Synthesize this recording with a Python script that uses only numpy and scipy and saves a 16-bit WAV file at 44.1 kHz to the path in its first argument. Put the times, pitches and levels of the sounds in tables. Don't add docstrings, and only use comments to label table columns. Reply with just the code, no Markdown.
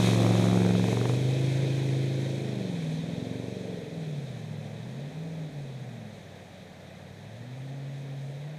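import sys
import numpy as np
from scipy import signal
from scipy.fft import rfft, irfft, next_fast_len
from scipy.io import wavfile

SR = 44100
rng = np.random.default_rng(int(sys.argv[2]) if len(sys.argv) > 2 else 0)


def store_pcm(level_fs):
    pcm = np.round(np.clip(level_fs, -1, 1) * 32767).astype(np.int16)
    wavfile.write(sys.argv[1], SR, np.atleast_2d(pcm).T)


N = 378378

# [f/Hz, density/dB]
RIVER_SPECTRUM = [(160, -4), (280, 0), (364, -22), (409, -50), (515, 2.5), (659, 2.5), (752, -1.5),
                  (994, -12.5), (1380, -13.5), (1830, -6), (3150, -21.5), (3830, -36), (4590, -23),
                  (6380, -43), (14300, -34.5)]
RIVER_DB = -52
# [middle t/s, half-length t/s, level/dB]
GUSTS = [(.01, 0.044, -54), (0.361, 0.079, -57), (0.904, 0.17, -58), (3.3, .3, -77), (5.61, 0.11, -62),
         (8.05, 0.24, -72), (8.58, 0.061, -68)]
WIND_BAND_HZ = (22, 76.4)
WIND_START_DB, WIND_DB_PER_S = -62.5, -3
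# [f/Hz, density/dB]
SPRAY_SPECTRUM = [(760, -86), (1300, -5.5), (1560, 0.5), (1780, 1.5), (2520, 7), (2790, -5.5), (3220, 3),
                  (3860, 5.5), (4740, -7.5), (6560, -6.5), (7340, -13), (8210, -12), (11600, -22),
                  (13800, -33), (14800, -44)]
# [t/s, minus lift/dB per octave]
MINUS_TREBLE_LIFT = [(0, -4), (1.1, -3.5), (1.5, -2), (3, -2), (4.5, -2.5), (8.58, -2.7)]
GRAIN_START_DB, GRAIN_FADE_S = 1, 3.9
# [f/Hz, density/dB]
ROAR_SPECTRUM = [(70, -58), (130, 3), (250, -4), (350, -3), (500, 1.5), (700, -6), (1000, -15),
                 (1500, -31.5), (2500, -74)]
# [t/s, roar level/dB, spray level/dB]
PASS_LEVELS = [(0, -36, -37), (.07, -33, -36), (.16, -33.5, -39.5), (.36, -31.5, -40.5), (.7, -37, -44),
               (.9, -35.5, -42.5), (1.08, -37, -44), (1.25, -39.5, -45.5), (1.5, -40, -44.5),
               (2.1, -42.5, -47), (2.55, -42, -49.5), (2.85, -44.5, -49.5), (3.23, -44.5, -52),
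               (3.99, -50, -54.5), (4.8, -48, -57), (5.5, -50, -57.5), (7.03, -54, -59.5),
               (8.1, -52.5, -58), (8.58, -51, -59)]

# [t/s, f/(cycles of two turns per s)]
THROTTLE = [(0, 22.547), (.807, 28.088), (1.193, 26.673), (2.42, 15.306), (2.83, 26.098), (3.224, 24.177),
            (3.443, 19.241), (3.919, 14.63), (4.045, 10.031), (4.355, 14.308), (4.694, 22.715),
            (5.244, 13.847), (5.799, 10.054), (6.07, 11.62), (6.935, 14.104), (7.156, 18.802),
            (7.606, 17.084), (8.255, 22.363)]
ENGINE_LAG_S = .216
DOPPLER_CYCLE_HZ, DOPPLER_FADE_S = .513, .171
# [f/Hz, gain/dB]
PIPE_RESPONSE = [(40, -37), (70, -11.5), (95, -5.5), (125, 3), (150, 7), (190, 0.5), (230, -1.5),
                 (270, -3.5), (325, -5), (370, -4), (445, 3), (530, -7.5), (650, -11), (900, -67),
                 (1300, -14)]
# [t/s, even firing level/dB, lope of the unlike banks level/dB]
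STRONG_ORDERS = [(0, -31.5, -33), (.2, -33.5, -30.5), (.75, -28.5, -32), (1.05, -42.5, -34),
                 (1.5, -55, -34.5), (1.9, -45.5, -33.5), (2.3, -51, -37), (2.6, -38.5, -40),
                 (2.9, -40, -45), (3.2, -43.5, -37.5), (3.6, -43, -43), (4.1, -43.5, -50.5),
                 (4.5, -45.5, -43), (4.9, -46.5, -47.5), (5.4, -43, -51), (6, -48.5, -53.5),
                 (6.7, -53.5, -63), (7.3, -48.5, -56), (7.7, -45.5, -55.5), (8.3, -45, -53.5),
                 (8.58, -49.5, -74)]
EVEN_ORDERS, LOPE_ORDERS = (8, 16), (5, 11, 13)
ORDER_BIAS = {4: 7.7, 5: 7.13, 6: -3.2, 7: 0.54, 8: 2.84, 9: -3.5, 10: 1.7, 11: -3, 12: -2, 13: -3, 14:
              0.93, 15: 4.2, 17: -0.28, 16: -3, 18: -0.87, 19: 0.26, 20: 0.44, 21: 0.73, 24: 1, 26: 1.3}
ORDER_TREND = {3: -0.74, 4: -0.37, 5: -2.33, 6: 0.99, 9: 0.55, 14: 0.75, 15: -0.78}
# [order, middle t/s, half-length t/s, depth/dB]; negative depth swells
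ORDER_DIPS = [(8, 3.86, .05, 20), (8, 5.12, .025, 16), (8, 5.51, .03, 16), (6, .35, .5, 16),
              (16, 1.4, .25, 10), (6, 2.2, .2, 12), (5, 3.0, .25, 8), (16, 3.0, .25, 8), (8, 3.4, .2, 5),
              (15, .25, .4, -8), (17, 1.05, .15, -6), (14, 2.1, .7, 10), (14, 3.3, .2, 8), (6, 3.4, .3, 3),
              (19, 3.55, .3, 3), (13, 4.0, .3, 5), (15, 1.6, .3, 4), (16, .6, .25, -3), (16, 5.75, .15, 7),
              (16, 6.3, .12, 7), (8, 6.2, .04, 4), (20, .15, .25, 9), (19, .3, .25, 8), (7, .6, .35, 5),
              (23, .66, .08, -9), (3, 2.6, .6, 10), (6, 4.65, .25, -6), (17, 7.15, .2, -8),
              (18, 7.35, .3, -8), (11, 7.1, .2, -4), (20, 6.75, .3, -6), (12, 6.55, .25, 6),
              (22, .4, .3, 5), (16, 4.3, .12, 5), (18, 1.1, .12, -3), (12, 2.8, .7, -5), (10, 2.75, .2, 8),
              (9, 4.3, .15, -8), (12, 4.7, .2, 6), (5, 5.3, .2, -7), (6, 5.25, .25, 5), (14, 5.35, .15, -5),
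              (4, 2.75, .25, 6), (20, 2.35, .3, -6), (7, 2.3, .2, -4), (15, 5.3, .35, 10),
              (16, 6.05, .08, -5), (14, 5.85, .1, -5), (5, 8.3, .3, 8), (7, 1.7, .4, -4), (9, 1.75, .3, 12),
              (9, 3.1, .6, -5), (4, .1, .3, 6), (4, 4.0, .25, 12), (4, 5.3, .35, 7), (15, 3.85, .3, 10),
              (21, 1.4, .3, 12), (18, 1.55, .2, 10), (12, 1.6, .5, -5), (13, 2.9, .2, -6),
              (11, 3.35, .25, -4), (14, 3.95, .15, -4), (13, 4.95, .12, -6), (9, 5.85, .2, -6),
              (14, 6.7, .3, 8), (7, 3.15, .3, -3), (7, 5.1, .2, 7), (17, 1.9, .5, 9), (15, 3.1, .4, 9),
              (10, 3.6, .3, 8), (10, 5.4, .3, 8), (12, 5.25, .2, 8), (7, 5.8, .4, 7), (16, 3.95, .3, 10),
              (5, 4.7, .35, 12), (7, 4.65, .35, 10), (13, 4.6, .2, 8), (16, 5.25, .2, 16),
              (11, 5.35, .3, 6), (11, 8.1, .5, 8), (16, 8.4, .3, 7)]
# [middle t/s, half-length t/s, gain/dB]
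HIGH_SWELLS = [(0.605, 0.48, 7.5), (3.68, 0.52, 6)]
# (start/dB, slope/dB per s, slope/dB per cycle/s above the reference)
MINOR_LOW, MINOR_HIGH = (-45, -2.27, 0.59), (-50, -2.4, 1)
REFERENCE_CYCLE_HZ = 20.66
# [t/s, phase/rad]
PHASE_SMEAR = [(0, 1.6), (3.05, 1.8), (3.27, .8), (3.48, .7), (3.65, 1.4), (4.4, 2.4), (6, 3.2),
               (8.58, 3.0)]
MINOR_SMEAR_SHARE, MINOR_LAG = .35, .019
WOBBLE_CYCLES = .003
IN_STEP_MIDDLE_S, IN_STEP_HALF_S, IN_STEP_SHARE = 1.0, .22, .85
IN_STEP_LAG_CYCLES, IN_STEP_LAG_S = (.02, .1), (.8, .95)
NEAR_ORDER, NEAR_DUCK_DB, NEAR_UNTIL_S = 22, 9, 1.0
FAR_FROM_S, FAR_FULL_S, FAR_WAVER_DB, FAR_WAVER_RAD = 3.8, 6.0, 1.6, .45

# [share of cycle, crack/dB, thump/dB, heard from t/s, dies away at t/s]
FIRINGS = [(.052, -1, 0, -1, 1.13), (.352, -4.5, -8, -1, .70), (.662, -2.5, -1, -1, .58),
           (.725, -2.5, -9, .58, .72)]
CRACK_GAIN_DB, CRACK_HZ, CRACK_JITTER_S = 1.0206, (573, 980), .00009
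STEP_EARLY_S, STEP_LATE_S = .001134, .0006966
THUMP_GAIN_DB, THUMP_HZ, THUMP_ENDS_EARLY_S = 7.5, (520, 900), .08
THUMP_SINK_DB, THUMP_SINK_FROM_S, THUMP_SINK_OVER_S = 7, .68, .25
SNAP_GAIN_DB, SNAP_SCATTER_DB, SNAP_HZ = -23.5, 4, (1400, 4500)
# [delay t/s, level/dB]
ECHOES = [(0.048, -3), (.083, 4), (0.132, 16), (.19, 17.5), (0.269, -4)]
# [t/s, gain/dB]
ECHO_GAIN = [(0, -29), (2.5, -45.5), (4, -33), (6, -61), (7.5, -31), (8.58, -53)]
CUTOFF_HZ = 14966


def from_db(db):
    return 10 ** (np.asarray(db) / 20)


def rms_one(x):
    return x / np.sqrt(np.mean(x ** 2) + 1e-20)


def in_time(rows):
    s, *columns = np.transpose(rows)
    return [np.interp(np.arange(N) / SR, s, c) for c in columns]


def at_hz(points, hz):
    table = np.array(points)
    return np.interp(np.log(hz), np.log(table[:, 0]), table[:, 1])


def bump(t, middle_s, half_s):
    return np.exp(-((t - middle_s) / half_s) ** 2)


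def drift(corner_hz, size=1):
    coarse = 40
    r = np.exp(-2 * np.pi * corner_hz * coarse / SR)
    noise = rng.standard_normal(N // coarse + 2002)
    slow = signal.lfilter([1], [1, -2 * r, r * r], noise)[2000:]
    return np.interp(np.arange(0, N, size) / coarse, np.arange(len(slow)), rms_one(slow))


def band(x, hz):
    return signal.sosfilt(signal.butter(2, hz, "band", fs=SR, output="sos"), x)


def patchy_noise(spectrum, patchy_db, treble_lift_db=0):
    size = next_fast_len(N)
    hz = np.maximum(np.arange(size // 2 + 1) * SR / size, 1)
    colour = rfft(rng.standard_normal(size)) * from_db(at_hz(spectrum, hz))
    colour /= np.std(irfft(colour, size))
    out, together = 0, drift(3.9)
    for centre_hz in 62.5 * 2. ** np.arange(9):
        octaves = np.log2(hz / centre_hz)
        share = np.where(abs(octaves) < 1, np.cos(np.pi / 2 * octaves) ** 2, 0)
        if np.any(abs(colour * share) > 0):
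            flicker_db = patchy_db * (.3 * together + drift(9.0))
            gain_db = flicker_db + treble_lift_db * max(np.log2(centre_hz / 3000), 0)
            out = out + from_db(gain_db) * irfft(colour * share, size)[:N]
    return out


def river():
    return from_db(RIVER_DB) * patchy_noise(RIVER_SPECTRUM, patchy_db=0.5)


def wind():
    t = np.arange(N) / SR
    level = from_db(WIND_START_DB + WIND_DB_PER_S * t)
    level = level + sum(from_db(db) * bump(t, s, half_s) for s, half_s, db in GUSTS)
    lumps = from_db(1.5 * drift(6.0))
    rumble = band(band(rng.standard_normal(N), WIND_BAND_HZ), WIND_BAND_HZ)
    return level * lumps * rms_one(rumble)


def spray(level_db):
    treble_lift_db = -in_time(MINUS_TREBLE_LIFT)[0]
    grain_db = GRAIN_START_DB * np.exp(-np.arange(N) / SR / GRAIN_FADE_S) * drift(140.0)
    hiss = patchy_noise(SPRAY_SPECTRUM, patchy_db=0.6, treble_lift_db=treble_lift_db)
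    return from_db(level_db + grain_db) * hiss


def roar(level_db, cycles):
    throb = 1 + 0.022 * np.cos(2 * np.pi * (cycles - .1))
    return from_db(level_db) * throb * patchy_noise(ROAR_SPECTRUM, patchy_db=1.04)


def engine_speed():
    t = np.arange(N) / SR
    hz = THROTTLE[0][1] + DOPPLER_CYCLE_HZ * np.exp(-t / DOPPLER_FADE_S)
    for (_, before), (s, after) in zip(THROTTLE, THROTTLE[1:]):
        lags = np.maximum(t - s, 0) / ENGINE_LAG_S
        hz = hz + (after - before) * (1 - (1 + lags) * np.exp(-lags))
    return hz


def drone(cycles, cycle_hz, waver_db, waver_rad):
    step = 8
    t, cycle_hz = np.arange(0, N, step) / SR, cycle_hz[::step]
    even_db, lope_db = [c[::step] for c in in_time(STRONG_ORDERS)]
    smear_rad = in_time(PHASE_SMEAR)[0][::step]
    low_db, high_db = [db + per_s * t + per_hz * (cycle_hz - REFERENCE_CYCLE_HZ)
                       for db, per_s, per_hz in (MINOR_LOW, MINOR_HIGH)]
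    high_db = high_db + sum(db * bump(t, s, half_s) for s, half_s, db in HIGH_SWELLS)
    far = np.clip((t - FAR_FROM_S) / (FAR_FULL_S - FAR_FROM_S), 0, 1)
    since_firing = cycles[::step] - FIRINGS[0][0] + WOBBLE_CYCLES * drift(2.8, size=step)
    out = 0
    for k in range(3, 40):
        smear = smear_rad * rng.standard_normal()
        if k in EVEN_ORDERS + LOPE_ORDERS:
            level_db = even_db if k in EVEN_ORDERS else lope_db
            smear = smear * (.15 + .4 * far)
        else:
            level_db = (low_db if k < 16 else high_db) + waver_db * drift(0.69, size=step)
            if k < 15:
                lag_cycles = MINOR_LAG * np.minimum(smear_rad, 1.8)
                smear = smear * (MINOR_SMEAR_SHARE + (1 - MINOR_SMEAR_SHARE) * far)
                smear = smear - 2 * np.pi * k * lag_cycles
            else:
                in_step = IN_STEP_SHARE * bump(t, IN_STEP_MIDDLE_S, IN_STEP_HALF_S)
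                lag_cycles = np.interp(t, IN_STEP_LAG_S, IN_STEP_LAG_CYCLES)
                smear = smear * (1 - in_step) - 2 * np.pi * k * lag_cycles * in_step
            if k > NEAR_ORDER:
                level_db = level_db - NEAR_DUCK_DB * np.exp(-(t / NEAR_UNTIL_S) ** 4)
        level_db = level_db + ORDER_BIAS.get(k, 0) + ORDER_TREND.get(k, 0) * t
        level_db = level_db + at_hz(PIPE_RESPONSE, k * cycle_hz)
        level_db = level_db - sum(db * bump(t, s, half_s)
                                  for order, s, half_s, db in ORDER_DIPS if round(order) == k)
        loose = k / 20
        level_db = level_db + waver_db * min(loose, 1) * drift(5.6, size=step)
        angle = 2 * np.pi * k * since_firing + smear
        angle = angle + waver_rad * loose ** 2 * smear_rad * drift(3.4, size=step)
        if k != EVEN_ORDERS[0]:
            level_db = level_db + far * FAR_WAVER_DB * drift(2.0, size=step)
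            angle = angle + far * FAR_WAVER_RAD * drift(1.5, size=step)
        out = out + np.sqrt(2) * from_db(level_db) * np.sin(angle)
    return signal.resample_poly(out, step, 1, padtype="edge")[:N]


def bark(cycles):
    steps, thumps, snaps = np.zeros(N), np.zeros(N), np.zeros(N)
    t = np.arange(N) / SR
    count = np.arange(30)
    for place, crack_db, thump_db, from_s, until_s in FIRINGS:
        s = np.interp(count + place, cycles, t)
        crack_fade, thump_fade = [(s > from_s) / (1 + np.exp(np.clip((s - end_s) / .015, -50, 50)))
                                  for end_s in (until_s, until_s - THUMP_ENDS_EARLY_S)]
        scatter_db = 1.8 * rng.standard_normal((len(count), 3))
        jitter_s = CRACK_JITTER_S * rng.standard_normal((len(count), 2))
        sink_db = THUMP_SINK_DB * np.clip((s - THUMP_SINK_FROM_S) / THUMP_SINK_OVER_S, 0, 1)
        thump_at = np.round(s * SR).astype(int)
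        thumps[thump_at] += thump_fade * from_db(thump_db + scatter_db[:, 2] - sink_db)
        near = np.clip(1 - s / 1.33, 0, 1)
        pair = [(-STEP_EARLY_S, 3 - 5.5 * near), (STEP_LATE_S, 5.5 - 2.5 * near)]
        for side, (offset_s, step_db) in enumerate(pair):
            at = np.round((s + jitter_s[:, side] + offset_s * np.sqrt(near)) * SR).astype(int)
            steps[at] += crack_fade * from_db(crack_db + step_db + scatter_db[:, side])
        snap_db = crack_db + SNAP_SCATTER_DB * rng.standard_normal(len(count))
        snaps[at] += crack_fade * from_db(snap_db)
    thump = signal.sosfiltfilt(signal.butter(1, THUMP_HZ, "band", fs=SR, output="sos"), thumps + 1e-18)
    ring = signal.lfilter(*signal.butter(1, CRACK_HZ, "band", fs=SR), steps + 1e-18)
    crack = band(ring, (500, 2800))
    snap = band(snaps + 1e-18, SNAP_HZ)
    return from_db(CRACK_GAIN_DB) * crack + from_db(THUMP_GAIN_DB) * thump + from_db(SNAP_GAIN_DB) * snap


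def bank_echoes(exhaust):
    eased = exhaust * np.minimum(np.arange(N) / SR / .3, 1)
    late = sum(from_db(db) * np.pad(eased, (round(s * SR), 0))[:N] for s, db in ECHOES)
    return from_db(in_time(ECHO_GAIN)[0]) * late


def scene():
    cycle_hz = engine_speed()
    cycles = np.cumsum(cycle_hz) / SR
    roar_db, spray_db = in_time(PASS_LEVELS)
    background = river() + wind()
    boat_noise = spray(spray_db) + roar(roar_db, cycles)
    exhaust = drone(cycles, cycle_hz, waver_db=1.4, waver_rad=.11) + bark(cycles)
    exhaust = exhaust + bank_echoes(exhaust)
    return (background + boat_noise + exhaust)[None]


def record(dry):
    return signal.sosfilt(signal.ellip(12, .5, 70, CUTOFF_HZ, fs=SR, output="sos"), dry)


dry = scene()
out = record(dry)
store_pcm(out)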